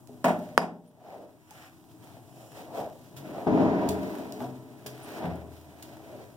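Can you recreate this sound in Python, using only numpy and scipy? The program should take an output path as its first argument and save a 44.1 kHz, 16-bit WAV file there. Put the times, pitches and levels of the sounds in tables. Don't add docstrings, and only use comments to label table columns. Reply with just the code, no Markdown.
import sys
import numpy as np
from scipy import signal
from scipy.fft import rfft, irfft, next_fast_len
from scipy.io import wavfile
from scipy.ndimage import uniform_filter1d

SR = 44100
rng = np.random.default_rng(int(sys.argv[2]) if len(sys.argv) > 2 else 0)


def generate_wav(signal):
    frames = np.transpose(np.atleast_2d(signal))
    scaled = np.clip(frames, -1, 1) * 32767
    pcm = np.round(scaled).astype(np.int16)
    wavfile.write(sys.argv[1], SR, pcm)


N = 280668
TIME = np.arange(N) / SR
SIZE = next_fast_len(N + SR)
FREQS = np.maximum(np.fft.rfftfreq(SIZE, 1 / SR), 1)
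LEFT_RIGHT = np.array([[1], [-1]])


def from_db(db):
    return 10 ** (np.asarray(db) / 20)


def rms_one(x):
    return x / np.sqrt(np.mean(x ** 2) + 1e-20)


def at_hz(points, hz):
    knots, values = np.transpose(points)
    return np.interp(np.log(hz), np.log(knots), values)


def colour(x, spectrum):
    gain = rms_one(from_db(at_hz(spectrum, FREQS)))
    cepstrum = irfft(np.log(gain), SIZE)
    cepstrum[1:SIZE // 2] *= 2
    cepstrum[SIZE // 2 + 1:] = 0
    return irfft(rfft(x, SIZE) * np.exp(rfft(cepstrum)), SIZE)[..., :N]


def low_cut(x, hz):
    return signal.sosfilt(signal.butter(2, hz, "high", fs=SR, output="sos"), x)


def drift(rate_hz):
    r = np.exp(-80 * np.pi * rate_hz / SR)
    noise = rng.standard_normal(N // 40 + 2002)
    slow = signal.lfilter([1], [1, -2 * r, r * r], noise)[2000:]
    return np.interp(np.arange(N) / 40, np.arange(len(slow)), rms_one(slow))


def grains(per_s, spread_db):
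    sizes = from_db(spread_db * np.minimum(rng.exponential(1, (2, N)), 4))
    signed = sizes * rng.choice([-1, 1], (2, N))
    return rms_one(signed * (rng.random((2, N)) < per_s / SR))


def impulses(times, db):
    out = np.zeros(N)
    out[np.round(np.asarray(times) * SR).astype(int)] = from_db(db)
    return out


def fade(start, length):
    age = TIME - start
    return (age >= 0) * np.exp(-np.clip(age / length, 0, 60))


def swell(s, rise, hold, fall, swell_db=20):
    age = TIME - s
    outside_hold = np.maximum(abs(age) - hold / 2, 0)
    return from_db(-swell_db * outside_hold / np.where(age < 0, rise, fall))


def even(x, window_s):
    power = uniform_filter1d(np.mean(x ** 2, axis=0), size=max(int(window_s * SR), 1))
    return x / np.sqrt(np.maximum(power, 1e-12))


def ring(clicks, hz, t60):
    r, w = np.exp(-np.log(1000) / (t60 * SR)), 2 * np.pi * hz / SR
    return signal.lfilter([0, np.sin(w)], [1, -2 * r * np.cos(w), r * r], clicks + 1e-18)


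def resonances(x, table):
    out = []
    for hz, width_hz, db in table:
        t60 = np.log(1000) / (np.pi * abs(width_hz))
        out.append(from_db(db) * rms_one(ring(x, hz, t60)))
    return out


# pitch_hz, width_hz, boost_db
BRUSH_BODY = [(119, 390, 2.5), (191.3, 13, 7.5), (248, 31, 5.5), (315.6, 3.2, 11.5), (416, 26, 7),
              (585, 100, -6.5), (604.2, 16, 12.5), (660, 57, 1), (975, 14, 6.5)]


def body(x):
    for hz, width_hz, db in BRUSH_BODY:
        gain, half = from_db(db / 2), np.pi * width_hz / SR
        c = -2 * np.cos(2 * np.pi * hz / SR)
        x = signal.lfilter([1 + half * gain, c, 1 - half * gain],
                           [1 + half / gain, c, 1 - half / gain], x)
    return x


# pitch_hz, t60_s
ROOM_DECAY = [(80, 0.65), (170, 0.66), (400, 0.55), (800, 0.36), (1500, 0.29), (14000, 0.22)]


def room(x):
    edges = np.r_[0, 60 * 2 ** np.arange(9), SR]
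    white, hz, tail = rfft(rng.standard_normal((2, SR))), np.arange(SR // 2 + 1), 0
    for low, high in zip(edges, edges[1:]):
        band = irfft(white * ((hz >= low) & (hz < high)), SR)
        t60 = at_hz(ROOM_DECAY, (low + high) / 2)
        tail = tail + band * np.exp(-np.log(1000) * TIME[:SR] / t60)
    return signal.fftconvolve(np.atleast_2d(x), tail, axes=1)[:, :N]


# pitch_hz, likeness (1 same, 0 unrelated, -1 opposite)
PORT_LIKENESS = [(60, -0.15), (130, 0.7), (300, 0.78), (700, 0.9), (1300, 0.93), (1800, -0.56), (2150, -1),
                 (2700, -0.1), (3200, 1), (3800, 0.03), (4400, -0.81), (5300, 0.86), (6200, -0.21),
                 (15000, 0)]
# pitch_hz, left_minus_right_db
PORT_BALANCE = [(60, 13.5), (120, 5.5), (300, 1.5), (1000, 0.5), (2400, -1), (15000, -2.5)]


def ports(pair):
    mid, side = rfft(pair, SIZE)
    alike = np.clip(at_hz(PORT_LIKENESS, FREQS), -.99, .99)
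    both = np.sqrt((1 + alike) / 2) * mid + LEFT_RIGHT * np.sqrt((1 - alike) / 2) * side
    balance = from_db(LEFT_RIGHT * at_hz(PORT_BALANCE, FREQS) / 2)
    return irfft(both * balance, SIZE)[:, :N]


# pitch_hz, level_db per Hz
BACKGROUND_COLOUR = [(25, 3), (55, -25), (90, -2), (125, 7.5), (200, -10.5), (330, 1.5), (480, -28),
                     (650, -10), (1000, -13.5), (2000, -36.5), (3500, -35.5), (8000, -25), (16000, -28.5)]


def background():
    murmur = body(colour(rng.standard_normal((2, N)), BACKGROUND_COLOUR))
    return from_db(-53.0) * rms_one(murmur)


# middle_s, rise_s, hold_s, fall_s, cushion_drumming_db,
# swish_db, strand_hiss_db, rasp_db, swish_pitch as a ratio
HAIR_PULLS = [(0.45, 0.4, 0.016, 0.38, -70, -50.5, -60, -61, 1.03),
              (1.125, 0.16, 0.068, 0.13, -46, -39, -55, -54.5, 1.04),
              (1.228, 0.1, 0.03, 0.12, -45.5, -41.5, -60, -76, 0.88),
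              (1.615, 0.14, 0.084, 0.13, -76, -53, -57, -52.5, 1.1),
              (2.1, 0.1, 0.11, 0.21, -59.5, -58, -63, -65, 1.1),
              (2.43, 0.27, 0.044, 0.17, -65, -53.5, -61.5, -79, 0.98),
              (2.595, 0.092, 0.036, 0.19, -50.5, -46, -53, -56, 1.06),
              (2.797, 0.091, 0.038, 0.14, -41.5, -32.5, -51, -53, 0.98),
              (3.03, 0.23, 0.18, 0.2, -74, -64, -64.5, -86, 0.92),
              (3.29, 0.15, 0.023, 0.58, -41.5, -45.5, -58.5, -56, 0.95),
              (3.39, 0.082, 0.022, 0.24, -47, -37.5, -59, -53.5, 0.99),
              (3.61, 0.051, 0.017, 0.21, -26.5, -29, -61, -48, 0.98),
              (3.83, 0.15, 0.021, 0.31, -31, -34.5, -83, -47, 1.0),
              (4.14, 0.6, 0.12, 0.47, -43, -46.5, -53, -54, 0.99),
              (4.43, 0.05, 0.031, 0.11, -38.5, -39.5, -52.5, -59, 1.04),
              (5.17, 0.52, 0.04, 0.27, -47.5, -48, -51.5, -51.5, 1.02),
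              (5.25, 0.15, 0.033, 0.21, -37, -36, -65, -47.5, 0.98),
              (5.92, 0.64, 0.024, 0.73, -54, -52.5, -60, -60.5, 1.02),
              (6.18, 0.16, 0.13, 0.1, -49.5, -49.5, -62.5, -62.5, 0.89)]
IDLE_CUSHION_DB, IDLE_SWISH_DB, IDLE_HISS_DB, IDLE_RASP_DB, IDLE_WAVER_DB = -62.5, -68, -67.5, -72.5, 3.2


def swells(levels_db, idle_db, stretch=1, lead=0):
    power = from_db(idle_db + IDLE_WAVER_DB * drift(3.4)) ** 2
    for (s, rise, hold, fall, *_), db in zip(HAIR_PULLS, levels_db):
        pull = from_db(db) * swell(s - lead, rise * stretch, hold, fall * stretch)
        power = power + pull ** 2
    return np.sqrt(power)


def glide(pair, ratios):
    place = np.cumsum(np.interp(TIME, np.transpose(HAIR_PULLS)[0], ratios))
    return np.array([np.interp(place % N, np.arange(N), x) for x in pair])


# pitch_hz, level_db per Hz
CUSHION_COLOUR = [(30, -28.5), (123, -9.5), (186, -6.5), (307, -0.5), (443, -3), (508, -18), (624, -0.5),
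                  (878, -14), (984, -10), (1150, -23.5), (2090, -28), (3080, -40.5), (7000, -45.5),
                  (10000, -96.5)]
SWISH_COLOUR = [(60, -39), (150, -9.5), (260, -33), (420, -4), (690, 5.5), (1000, -9.5), (1400, -21.5),
                (2100, -31), (3000, -39.5), (5000, -55.5)]
HISS_COLOUR = [(400, -22), (900, -0.5), (1400, 5), (3100, 5.5), (5400, 2), (10500, -2), (15000, 1),
               (17000, -5.5)]
RASP_COLOUR = [(400, -42.5), (900, 2.5), (1400, 8.5), (2100, 7.5), (3100, -0.5), (4400, -6.5), (5400, -12),
               (8000, -41.5)]
CUSHION_LINGERS = 1.42
HISS_LEAD_S = 0.011
FLICKS_PER_S, FLICK_SPREAD_DB, FLICK_DB = 90, 4, -9
DRUM_RASP_DB = -22.5


def brushing():
    cushion_db, swish_db, hiss_db, rasp_db, pitch = np.transpose(HAIR_PULLS)[4:]
    drum = drumming()

    plucks = body(colour(grains(per_s=3000, spread_db=1.5), CUSHION_COLOUR))
    cushion_gain = swells(cushion_db, IDLE_CUSHION_DB, stretch=CUSHION_LINGERS)
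    cushion = even(plucks, window_s=0.06) * np.hypot(cushion_gain, drum)

    hair = glide(colour(grains(per_s=1800, spread_db=2.5), SWISH_COLOUR), pitch)
    swish = even(hair, window_s=0.055) * swells(swish_db, IDLE_SWISH_DB)

    flicks = from_db(FLICK_DB) * grains(FLICKS_PER_S, FLICK_SPREAD_DB)
    fine = rms_one(grains(per_s=7000, spread_db=0.7) + flicks)
    hiss = colour(fine, HISS_COLOUR) * swells(hiss_db, IDLE_HISS_DB, lead=HISS_LEAD_S)

    scratch = rms_one(grains(per_s=4000, spread_db=-1.0) + flicks)
    rasp_gain = swells(rasp_db, IDLE_RASP_DB, lead=HISS_LEAD_S)
    rasp = colour(scratch, RASP_COLOUR) * np.hypot(rasp_gain, drum * from_db(DRUM_RASP_DB))

    flutter = from_db(0.96 * drift(30))
    return cushion + swish + (hiss + rasp) * flutter


# start_s, level_db (before a 6 dB lift), length_s, lowest_hz
PIN_TICKS = [(0.0732, -45, 0.00084, 2780), (0.242, -31.5, 0.0021, 3020), (0.2512, -26, 0.0011, 8000),
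             (0.3905, -42, 0.0012, 7450), (1.5076, -37, 0.0016, 2550), (2.044, -53, 0.0029, 6050),
             (3.162, -45.5, 0.018, 610.7), (3.888, -26, 0.0035, 3040), (4.323, -33.5, 0.0011, 3220),
             (4.861, -35.5, 0.008, 1290), (5.357, -43, 0.00079, 6500), (5.824, -40, 0.0052, 1600)]
# pitch_hz, level_db per Hz
PIN_COLOUR = [(300, -2), (900, 5.5), (3500, 2), (12000, -2)]


def ticks(rise_share=0.45):
    pins, direct = rng.standard_normal((2, N)), 0
    for s, db, length, lowest_hz in PIN_TICKS:
        thinned = low_cut(pins, min(lowest_hz, SR / 3))
        touching = fade(s, length) * (1 - fade(s, length * rise_share))
        direct = direct + thinned * touching * from_db(db + 6.0)
    return colour(direct + from_db(-31.0) * room(direct), PIN_COLOUR)


# middle_s, push_db, contact_s (spread of the push),
# mode_hz that it wakes, mode_db, mode_t60_s
HEAD_BUMPS = [(0.093, 1, 0.00044, 249, -41.5, 0.51), (1.512, -26, 0.0001, 862, -35.5, 0.044),
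              (3.168, -6, 0.0012, 141, -42.5, 0.84), (3.47, 12.5, 0.0002, 272.8, -19.5, 0.5),
              (3.4755, 34.5, 0.00099, 189.2, -19.5, 0.37), (3.889, 12, 0.0033, 86.3, -33, 0.56),
              (4.405, -6.5, 0.000081, 253.3, -36.5, 0.8), (4.411, -11, 0.0033, 129.3, -37, 1.04),
              (4.86, 6.5, 0.00046, 128.8, -46.5, .8), (5.242, 0.5, 0.00011, 171.2, -26.5, 0.45),
              (5.266, 32, 0.0015, 81.23, -39.5, 1.72)]
# pitch_hz, level_db per Hz
THUD_COLOUR = [(30, -49.5), (100, -17), (300, -10.5), (500, -0.5), (700, 10.5), (1100, -0.5), (2500, -8),
               (6000, 1)]
PARTNER_SHARE, PARTNER_OFFSET_HZ, PARTNER_T60_RATIO = 0.38, 5.7, 0.36


def bumps():
    push, boom = 0, 0
    for s, db, contact, hz, boom_db, t60 in HEAD_BUMPS:
        bell = np.exp(-np.clip((TIME - s) / contact, -10, 10) ** 2 / 2)
        push = push + from_db(db) * bell / bell.sum()
        kick = impulses([s], boom_db)
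        partner = ring(kick, hz + PARTNER_OFFSET_HZ, t60 * PARTNER_T60_RATIO)
        boom = boom + ring(kick, hz, t60) - PARTNER_SHARE * partner
    thud = body(colour(push, THUD_COLOUR))
    return thud + boom, from_db(-27.5) * room(thud)


# start_s, sharp_slap_db, ringing_modes_db, room_crash_db
HARD_KNOCKS = [(0.2434, -21, -23, -19.5), (0.5784, 3, -16, -15.5)]


def slaps(width_s=0.00019, crack_db=-10, crack_length=.00007, crack_pan_db=-8, left_lag_s=.0001,
          low_cut_hz=260):
    out = 0
    crack_gain = from_db(crack_db + crack_pan_db * LEFT_RIGHT / 2)
    for start, db, *_ in HARD_KNOCKS:
        u = np.clip((TIME - start - left_lag_s * np.array([[1], [0]])) / width_s, -10, 10)
        swing = u * np.exp((1 - u * u) / 2)
        crack_start = round((start - 2 * width_s) * SR) / SR
        crack = fade(crack_start, crack_length) * crack_gain
        out = out + from_db(db) * (swing + crack)
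    return low_cut(out, low_cut_hz)


# pitch_hz, first_knock_db, second_knock_db (both on top of
# ringing_modes_db), t60_s
KNOCK_RINGS = [(170.5, -4.5, -5.5, 0.7), (240.6, -7.5, -11, 0.73), (257, -6, -16.5, 0.6),
               (281, -16.5, -13, 0.5), (422, -15, -12, 0.6), (479, -21.5, -10, 0.46),
               (600, -5.5, -16.5, 0.84), (616, -2, -16.5, 0.63), (675, -4, -16.5, 0.45),
               (704, -1, -16, 0.43), (737, -14, -6, 0.32), (798, -10.5, -15.5, 0.41),
               (936, -18.5, -20, 0.3), (1068, -17.5, -10.5, 0.36)]
# pitch_hz, level_db per Hz
CRASH_COLOUR = [(50, -26.5), (130, -24.5), (200, -2), (450, -8), (700, 2), (1200, -9), (2100, -14.5),
                (3200, -24), (4800, -32.5), (9000, -31.5), (16000, -44)]
# pitch_hz, width_hz, level_db
SHELL_BANDS = [(3000, 900, 0), (4920, 300, 6), (9000, 600, -7.5)]


def knocks(echo_delay=.038, echo_db=-19, second_wave_db=-5, snap_db=-92, low_cut_hz=140):
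    s, _, ring_db, crash_db = np.transpose(HARD_KNOCKS)
    slap, rings = slaps(), 0
    echo = from_db(echo_db) * np.interp(TIME - echo_delay, TIME, slap[0])
    for k, (hz, first_db, second_db, t60) in enumerate(KNOCK_RINGS):
        arrival = s + rng.uniform(0, 0.0039)
        clicks = impulses(arrival, ring_db + [first_db, second_db])
        rings = rings + (-1) ** k * ring(clicks, hz, t60)
    rings = low_cut(rings, low_cut_hz)

    waves = impulses(s, crash_db) + impulses(s + echo_delay, crash_db + second_wave_db)
    crash = colour(room(waves), CRASH_COLOUR)
    sharp_edges = np.diff(slap[1], n=2, prepend=[0, 0])
    snap = sum(resonances(sharp_edges, SHELL_BANDS))
    return slap + echo + rings, crash + from_db(snap_db) * room(snap)


# middle_s, rise_s, hold_s, fall_s, level_db
HAIR_SLIDES = [(0.437, .02, 0.068, .2, -78), (1.6, 0.21, 0.12, 0.094, -58.5),
               (2.461, 0.19, 0.16, 0.22, -61.5)]
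# pitch_hz, width_hz, level_db
SHEEN_BANDS = [(2896, 650, -1.5), (5550, 570, -3), (7160, 900, 0), (9200, 1300, -6.5)]


def slides():
    grain = np.diff(grains(per_s=3500, spread_db=-1.0), prepend=0)
    sheen = rms_one(sum(resonances(grain, SHEEN_BANDS)))
    return sheen * sum(from_db(db) * swell(s, rise, hold, fall) for s, rise, hold, fall, db in HAIR_SLIDES)


# start_s, length_s, starting_pitch_hz, level_db
STRAND_SQUEAKS = [(0.864, 0.04, 9180, -58), (5.02, 0.049, 8760, -57), (5.025, 0.027, 10600, -52.5)]
SQUEAK_CLIMB_HZ_PER_S, SQUEAK_JITTER_HZ = 9100, 380


def squeaks():
    out, jitter = 0, SQUEAK_JITTER_HZ * rng.standard_normal(N // 40 + 1).repeat(40)[:N]
    for s, length, hz, db in STRAND_SQUEAKS:
        age = np.clip(TIME - s, 0, length)
        pitch_hz = hz + SQUEAK_CLIMB_HZ_PER_S * age + jitter
        phase = 2 * np.pi * np.cumsum(pitch_hz) / SR
        out = out + from_db(db) * np.sin(np.pi * age / length) * np.sin(phase)
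    return out


# start_s, level_db (of the click before it is coloured)
TANGLE_SNAGS = [(1.069, -20), (1.142, -11), (1.239, -20), (2.169, -23.5), (3.349, -16), (3.383, -11),
                (3.55, -2.5), (3.578, -1)]


def snags(room_db=-33):
    pluck = colour(impulses(*np.transpose(TANGLE_SNAGS)), SWISH_COLOUR)
    return pluck, from_db(room_db) * room(pluck)


DRUM_START_S, DRUM_ATTACK_S, DRUM_HOLD_S = 3.462, 0.0089, 0.19
DRUM_DB, DRUM_FALL_DB_PER_S = -26, 31


def drumming():
    age = TIME - DRUM_START_S
    attack = np.clip(age / DRUM_ATTACK_S, 0, 1)
    return attack * from_db(DRUM_DB - DRUM_FALL_DB_PER_S * np.maximum(age - DRUM_HOLD_S, 0))


# pitch_hz, width_hz, level_db
DRUM_RESONANCES = [(192.8, 3.2, -7), (212.8, 10, -10.5), (272.8, 4.6, -1), (310.3, 5.3, -2),
                   (358.6, 4.6, -18), (434.6, 5.9, -9.5), (612, 3.8, -10), (660, 3, -25), (787, 9.3, -16.5),
                   (952, 4.7, -10.5)]
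DRUM_RING_DB = -1
DRUM_TOP_HZ = 1120
DRUM_LEFT_LAG_S, DRUM_PAN_DB = 0.00023, 2


def drum_rings(window_s=0.18):
    plucks = np.diff(grains(per_s=3600, spread_db=-1.0)[:1], prepend=0)
    rings = sum(np.std(x) * even(x, window_s) for x in resonances(plucks, DRUM_RESONANCES))[0]
    dulled = signal.sosfilt(signal.butter(2, DRUM_TOP_HZ, fs=SR, output="sos"), rings)
    rings = dulled * drumming() * from_db(DRUM_RING_DB)
    left = np.interp(TIME - DRUM_LEFT_LAG_S, TIME, rings)
    return np.array([left, rings]) * from_db(DRUM_PAN_DB * LEFT_RIGHT / 2)


def scene():
    knock, crash = knocks()
    thud, rumble = bumps()
    pluck, pluck_tail = snags()
    direct = knock + pluck + squeaks() + drum_rings() + thud * from_db(1.5 * LEFT_RIGHT)
    diffuse = crash + rumble + pluck_tail + brushing() + slides() + ticks() + background()
    return direct + ports(diffuse)


def record(dry, threshold_db=-8.5, release_db_per_s=9, attack_s=0.0055):
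    sound = low_cut(dry, 55)
    peak_db = 20 * np.log10(np.abs(sound).max(axis=0) + 1e-9)
    over = np.maximum(peak_db - threshold_db, 0)
    held = np.maximum.accumulate(over + release_db_per_s * TIME) - release_db_per_s * TIME
    r = np.exp(-1 / (attack_s * SR))
    duck_db = signal.lfilter([1 - r], [1, -r], held)
    clipped = np.clip(sound * from_db(-duck_db), -1, 1)
    return signal.sosfilt(signal.ellip(10, .1, 70, 15800, fs=SR, output="sos"), clipped)


dry = scene()
out = record(dry)
generate_wav(out)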